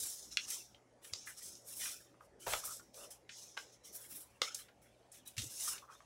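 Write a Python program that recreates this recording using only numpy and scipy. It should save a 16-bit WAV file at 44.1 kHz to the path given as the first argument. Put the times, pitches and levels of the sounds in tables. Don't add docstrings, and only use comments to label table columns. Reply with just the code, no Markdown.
import sys
import numpy as np
from scipy import signal
from scipy.fft import rfft, irfft
from scipy.io import wavfile
from scipy.ndimage import uniform_filter1d

SR = 44100
rng = np.random.default_rng(int(sys.argv[2]) if len(sys.argv) > 2 else 0)


def put_to_file(sound):
    columns = np.atleast_2d(sound).T
    safe = np.clip(columns, -1, 1)
    whole_steps = np.round(safe * 32767)
    wavfile.write(sys.argv[1], SR, whole_steps.astype(np.int16))


N = 266805
TIME = np.arange(N) / SR


def sliding(judder_db=1.34):
    # frequency_hz, relative_db
    hiss_spectrum = [(1500, -43), (2600, -43), (3300, -12), (4150, -10.5), (4750, -12), (5250, 1),
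                     (5750, 0), (6600, -2.5), (7500, -6.5), (8200, -14), (9500, -14.5), (11000, -31),
                     (12500, -27.5), (15000, -36)]
    sizzle_spectrum = [(3000, -21), (5000, -8), (6300, -11), (7500, 3.5), (8600, 3.5), (9500, 1),
                       (11000, -3.5), (14000, -28)]
    treble_spectrum = [(6000, -19), (9000, -6), (9700, 1), (11300, -2.5), (12500, -4.5), (14000, -7),
                       (16000, -7)]
    rustle_spectrum = [(60, -35), (250, -16.5), (800, -17.5), (1300, 1.5), (1900, -1), (2500, 2),
                       (3100, 5.5), (4100, 1.5), (4750, -11.5), (8000, -25.5)]
    hiss_level, sizzle_level, treble_level, rustle_level = strokes()
    grain = flicker(fibres(per_s=2200, share=0.18), depth_db=3, patch_hz=200, patch_s=0.087)
    fine = flicker(fibres(per_s=5500, share=0.2, spread_db=-1.5), depth_db=4, patch_hz=220, patch_s=0.031)
    crackle = flicker(fibres(per_s=1700, share=0.45), depth_db=7.5, patch_hz=250, patch_s=0.04)
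    fizz = flicker(rng.standard_normal(N), depth_db=3, patch_hz=220, patch_s=0.045)
    hiss = amp(-1.5) * hiss_level * colour(grain, hiss_spectrum)
    sizzle = amp(-0.5) * sizzle_level * colour(fizz, sizzle_spectrum)
    treble = amp(-0.5) * treble_level * colour(fine, treble_spectrum)
    rustle = amp(-8) * rustle_level * colour(crackle, rustle_spectrum)
    return amp(judder_db * wander(36.65)) * (hiss + sizzle + treble + rustle)


def strokes(sag_db_per_s=17, coast_db=27, treble_exponent=1.375, rustle_exponent=0.89):
    # start_s, rise_s, glide_s, coast_s, hiss_db, treble_db, rustle_db
    hisses = [(0, 0.0017, 0.058, 0.38, -44.5, -0.5, -15), (.215, .012, .003, .1, -51, -10, -17),
              (0.295, .034, .002, 0.08, -52.5, -11.5, -2.5), (.37, 0.052, 0.042, .05, -51, -13, -1),
              (.452, 0.058, 0.036, 0.18, -44.5, -2, -4), (.7, .05, 0.28, .1, -92, -11, 4),
              (1.006, 0.051, 0.022, 0.19, -63, 4.5, 4), (1.124, .008, .008, 0.35, -50, -19, -8),
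              (1.245, 0.032, 0.019, .14, -57.5, 3.5, 1.5), (1.35, .044, .004, 0.057, -53.5, -1.5, -1.5),
              (1.407, 0.032, .025, 0.28, -52, -1, -9), (1.625, 0.089, 0.025, 0.041, -55.5, 5, -4.5),
              (1.705, 0.082, 0.13, 0.2, -53, 6, -29), (1.778, 0.062, .05, 0.15, -44.5, -5, 3.5),
              (2.187, 0.043, .027, .07, -78, 1.5, -6), (2.388, 0.024, .065, .13, -60.5, -1, 1.5),
              (2.452, 0.049, 0.071, 0.18, -46.5, -.5, 2.5), (2.633, 0.027, .02, 0.1, -49, 4.5, -22),
              (2.697, 0.01, 0.043, .15, -52.5, -0.5, -15), (2.924, 0.046, 0.074, 0.13, -56.5, -1.5, -4),
              (3.102, 0.0073, 0.0066, .09, -56.5, 2.5, -3), (3.28, 0.052, .01, 0.31, -53, -36, -5),
              (3.327, .066, 0.057, 0.25, -55.5, -8, -15), (3.561, .016, 0.01, 0.25, -54.5, -10, 0),
              (3.707, 0.028, .007, .07, -64, -11, -5), (3.824, 0.041, .01, 0.12, -58, -3.5, 1.5),
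              (3.915, .035, .014, 0.073, -56.5, 8.5, -24), (3.974, 0.019, .12, .055, -64.5, 8.5, 3.5),
              (4.06, 0.075, 0.093, 0.078, -61.5, 11.5, -0.5), (4.26, .04, 0.15, .05, -82, -0.5, 10),
              (4.412, .016, 0.032, 0.16, -45.5, -13.5, 3), (4.539, 0.012, 0.055, 0.093, -58, 3.5, 6.5),
              (4.812, 0.01, .012, 0.15, -75.5, 7, 10.5), (4.848, .028, .2, .34, -84.5, -2, 12),
              (5.105, 0.033, 0.037, 0.088, -63, -0.5, 4.5), (5.248, 0.018, .002, 0.18, -64.5, 4, 11),
              (5.362, 0.035, 0.074, 0.13, -50, -4, -1), (5.463, 0.071, 0.073, 0.099, -52.5, -0.5, -15),
              (5.551, 0.077, 0.093, 0.12, -44.5, 0.5, -3.5), (5.885, .045, 0.011, 0.27, -65.5, -7, 3)]
    power, t = np.zeros((4, N)), np.arange(SR) / SR
    for start_s, rise_s, glide_s, coast_s, hiss_db, treble_db, rustle_db in hisses:
        gliding = np.clip(t - rise_s, 0, glide_s)
        coasting = np.maximum(t - rise_s - glide_s, 0)
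        speed = swell(t, rise_s) * amp(-sag_db_per_s * gliding - coast_db * coasting / coast_s)
        treble = amp(treble_db) * speed ** treble_exponent
        sizzle = np.minimum(treble, speed)
        rustle = amp(rustle_db) * speed ** rustle_exponent
        for total, envelope in zip(power, (speed, sizzle, treble, rustle)):
            add(total, start_s, (amp(hiss_db) * envelope) ** 2)
    return np.sqrt(power)


def fibres(per_s, share, spread_db=0):
    size = amp(spread_db * np.minimum(rng.exponential(1, N), 4.5))
    catches = rng.choice([-1., 1.], N) * size * (rng.random(N) < per_s / SR)
    return np.sqrt(1 - share) * unit(rng.standard_normal(N)) + np.sqrt(share) * unit(catches)


def snapping(rise_s=0.0021, delay_at_1khz_s=0.00117, ring_ratio=1.42, ring_db=-6.5, decay_cycles=7.6):
    # start_s, level_db, low_hz, high_hz, decay_s
    snaps = [(0.371, -25.5, 1970, 5100, .0018), (0.503, -41, 4500, 13400, .005),
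             (0.746, -57.5, 2280, 3960, 0.0022), (1.046, -58, 1295, 5900, 0.0045),
             (1.1353, -35, 3520, 6700, 0.002), (1.271, -49, 1326, 2170, 0.0052),
             (1.553, -52.5, 4300, 7760, 0.002), (1.8542, -49, 1110, 3400, 0.0081),
             (2.1422, -61, 880, 1580, 0.00078), (2.207, -55, 880, 1500, 0.0031),
             (2.4688, -37.5, 404, 1620, 0.0011), (2.525, -42, 590, 3460, 0.003),
             (2.535, -32.5, 913, 3550, 0.0023), (2.640, -48, 4200, 11000, 0.0023),
             (2.795, -59, 1020, 1660, 0.0049), (2.943, -56.5, 3030, 9150, 0.0029),
             (3.292, -50, 1710, 4270, 0.0049), (3.5688, -48, 614, 2590, .006),
             (3.575, -37, 1130, 3230, 0.0017), (4.4178, -27, 2590, 5700, .0018),
             (4.5455, -39.5, 4540, 10600, 0.0048), (4.6838, -63.5, 1014, 3320, .006),
             (5.118, -58.5, 6550, 11000, 0.01), (5.275, -50, 6500, 14000, 0.0056),
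             (5.367, -53, 1620, 9000, 0.0078), (5.3797, -39, 1990, 8500, 0.0044),
             (5.3887, -44.5, 2600, 7650, 0.011), (5.418, -46, 2620, 9600, 0.0051),
             (5.439, -48, 5570, 10100, .007), (5.779, -53.5, 1750, 5500, 0.0045),
             (6.004, -55.5, 850, 1690, 0.0018)]
    out, t, f = np.zeros(N), np.arange(2048) / SR, np.fft.rfftfreq(2048, 1 / SR)
    onset = 1 - np.exp(-t / rise_s)
    dispersion = np.exp(-4j * np.pi * delay_at_1khz_s * np.sqrt(1000 * f))
    for start_s, level_db, low_hz, high_hz, decay_s in snaps:
        force = 0.5 * rng.standard_normal(len(t)) * onset * np.exp(-t / decay_s)
        force[0] += 1.6
        band = signal.butter(2, [low_hz, high_hz], "bandpass", fs=SR, output="sos")
        ring_hz = ring_ratio * low_hz
        ring = np.sin(2 * np.pi * ring_hz * t) * np.exp(-t * ring_hz / decay_cycles) * onset
        vibration = unit(signal.sosfilt(band, force)) + amp(ring_db) * unit(ring)
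        radiation = signal.butter(3, 0.52 * low_hz, "highpass", fs=SR, output="sos")
        snap = irfft(rfft(signal.sosfilt(radiation, vibration)) * dispersion)
        add(out, start_s, amp(level_db) * snap * np.sqrt(2 * decay_s * SR / np.sum(snap ** 2)))
    return out


def popping():
    # pitch_hz, relative_db, decay_s
    modes = [(525, -3.5, 0.002), (830, -5.5, 0.0011), (1220, 1.5, 0.0012), (2085, 4, .0012)]
    # start_s, level_db
    flips = [(1.134, -52.5), (2.535, -44.5), (3.576, -50.5), (4.4174, -31.5)]
    out, t = np.zeros(N), np.arange(2048) / SR
    pop = sum(amp(relative_db) * t / decay_s * np.exp(1 - t / decay_s) * np.sin(2 * np.pi * pitch_hz * t)
              for pitch_hz, relative_db, decay_s in modes)
    for start_s, level_db in flips:
        add(out, start_s, amp(level_db) * pop)
    return out


def flapping():
    # start_s, rise_s, decay_s, level_db
    flaps = [(2.462, 0.0082, 0.023, -37.5), (2.495, .045, 0.031, -42.5), (2.63, 0.035, 0.028, -60)]
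    # frequency_hz, relative_db
    spectrum = [(35, -2), (60, -1), (140, -1.5), (240, -25), (400, -3), (560, 5.5), (900, 0.5),
                (1250, -4.5), (2000, -8), (3200, -11.5), (6000, -17)]
    flex = np.zeros(N)
    for start_s, rise_s, decay_s, level_db in flaps:
        t = TIME - start_s
        flex += amp(level_db) * swell(t, rise_s) * np.exp(-np.maximum(t - rise_s, 0) / decay_s)
    return flex * colour(fibres(per_s=1500, share=0.6, spread_db=3.5), spectrum)


def rubbing(gain_db=-3):
    # start_s, length_s, relative_db, centre_hz, width_hz
    rubs = [(1.266, 0.069, -58, 1750, 500), (2.288, 0.21, -68, 364, 150), (2.632, 0.019, -50.5, 1240, 289),
            (2.667, 0.072, -54, 1266, 198), (2.919, .21, -60.5, 557, 191), (2.952, 0.13, -63.5, 1190, 453),
            (5.671, 0.023, -46, 1264, 218), (5.695, 0.1, -58, 1450, 610), (5.816, 0.046, -58.5, 1150, 260),
            (5.87, 0.1, -57.5, 1230, 388)]
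    out = np.zeros(N)
    for start_s, length_s, relative_db, centre_hz, width_hz in rubs:
        count = round(length_s * SR)
        f = np.fft.rfftfreq(count, 1 / SR)
        resonance = 1 / (1 + (2 * (f - centre_hz) / width_hz) ** 2)
        rasp = irfft(resonance * np.exp(2j * np.pi * rng.random(len(f))), count)
        add(out, start_s, amp(relative_db + gain_db) * unit(rasp * signal.windows.tukey(count, 0.6)))
    return out


def bumping():
    # start_s, level_db, pitch_hz, peak_after_s
    bumps = [(1.119, -54, 95.4, 0.011), (5.374, -41.5, 108.4, 0.014), (5.391, -52.5, 224, 0.0085),
             (5.414, -49, 76, .012), (5.43, -54, 304, 0.01), (5.452, -50, 116, 0.013)]
    out, t = np.zeros(N), np.arange(SR // 4) / SR
    for start_s, level_db, pitch_hz, peak_after_s in bumps:
        age = t / peak_after_s
        envelope = age ** 2 * np.exp(2 * (1 - age))
        add(out, start_s, amp(level_db) * envelope * np.sin(2 * np.pi * pitch_hz * t))
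    return out


def room(x, early_db, tail_db, first_s=0.0069, early_s=0.033, echoes_per_s=2500):
    # frequency_hz, t60_s
    decay_times = [(150, 0.48), (600, 0.58), (2000, 0.2), (5000, 0.19), (9000, 0.32), (15000, 0.66)]
    t = np.arange(SR // 2) / SR
    echoes = rng.choice([-1., 1.], len(t)) * (rng.random(len(t)) < echoes_per_s / SR) * (t > first_s)
    fade = np.exp(-t / early_s) * np.clip(3 - 2 * t / early_s, 0, 1)
    early = signal.lfilter(*signal.butter(1, 8000, fs=SR), echoes * fade)
    diffuse = rng.standard_normal(len(t)) * (t > 2 * first_s)
    hz, frame_s, spectra = signal.stft(diffuse, SR, nperseg=256)
    decay = amp(-60 * frame_s / read(decay_times, hz)[:, None])
    tail = signal.istft(spectra * decay, SR, nperseg=256)[1][:len(t)]
    response = (amp(early_db) * unit(early) + amp(tail_db) * unit(tail)) / np.sqrt(len(t))
    return x + signal.fftconvolve(x, response)[:N]


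def background(noise_db=-69, swell_db=0.45, waver_hz=3.32):
    # pitch_hz, level_db
    tones = [(120, -79), (565, -81), (759, -89.5), (856, -100)]
    # frequency_hz, relative_db
    spectrum = [(20, -22), (35, -20), (55, 1), (125, -11), (170, -6), (400, -4), (600, -5), (850, -9.5),
                (1100, -16.5), (2000, -18.5), (3500, -26.5), (6400, -26.5), (11000, -33), (15000, -65)]
    hum = np.zeros(N)
    for pitch_hz, level_db in tones:
        amplitude = np.sqrt(2) * amp(level_db + 2 * wander(4.1))
        cycles = np.cumsum(pitch_hz + waver_hz * wander(11.3)) / SR
        hum += amplitude * np.sin(2 * np.pi * cycles)
    noise = flicker(rng.standard_normal(N), depth_db=3, patch_hz=250, patch_s=0.08)
    return amp(noise_db + swell_db * wander(7.6)) * colour(noise, spectrum) + hum


def flicker(x, depth_db, patch_hz, patch_s):
    spectra = signal.stft(x, nperseg=512)[2]
    bins, frames = round(patch_hz * 512 / SR), round(patch_s * SR / 256)
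    patches = uniform_filter1d(rng.standard_normal(spectra.shape), bins, axis=0)
    patches = unit(uniform_filter1d(patches, frames, axis=1))
    return unit(signal.istft(spectra * amp(depth_db * patches), nperseg=512)[1][:N])


def colour(x, spectrum):
    return unit(irfft(rfft(x) * amp(read(spectrum, np.fft.rfftfreq(N, 1 / SR))), N))


def wander(rate_hz):
    lowpass = 1 / (1 + (np.fft.rfftfreq(N, 1 / SR) / rate_hz) ** 4)
    return unit(irfft(rfft(rng.standard_normal(N)) * lowpass, N))


def swell(t, rise_s):
    return np.sin(np.pi / 2 * np.clip(t / rise_s, 0, 1)) ** 2


def read(points, hz):
    f, value = np.transpose(points)
    return np.interp(np.log(hz + 1), np.log(f + 1), value)


def amp(db):
    return 10 ** (np.asarray(db) / 20)


def unit(x):
    return x / np.sqrt(np.mean(x ** 2) + 1e-20)


def add(mix, start_s, sound):
    part = mix[max(round(start_s * SR), 0):][:len(sound)]
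    part += sound[:len(part)]


def scene():
    paper = room(sliding() + flapping() + rubbing(), early_db=-16.5, tail_db=-24)
    buckles = room(snapping() + popping(), early_db=-11, tail_db=-15.5)
    return np.tile(paper + buckles + bumping() + background(), (2, 1))


def record(dry, cutoff_hz=15850):
    lowpass = signal.firwin(511, cutoff_hz, window=("kaiser", 9), fs=SR)
    return signal.oaconvolve(dry, lowpass[None], "same")


dry = scene()
out = record(dry)
put_to_file(out)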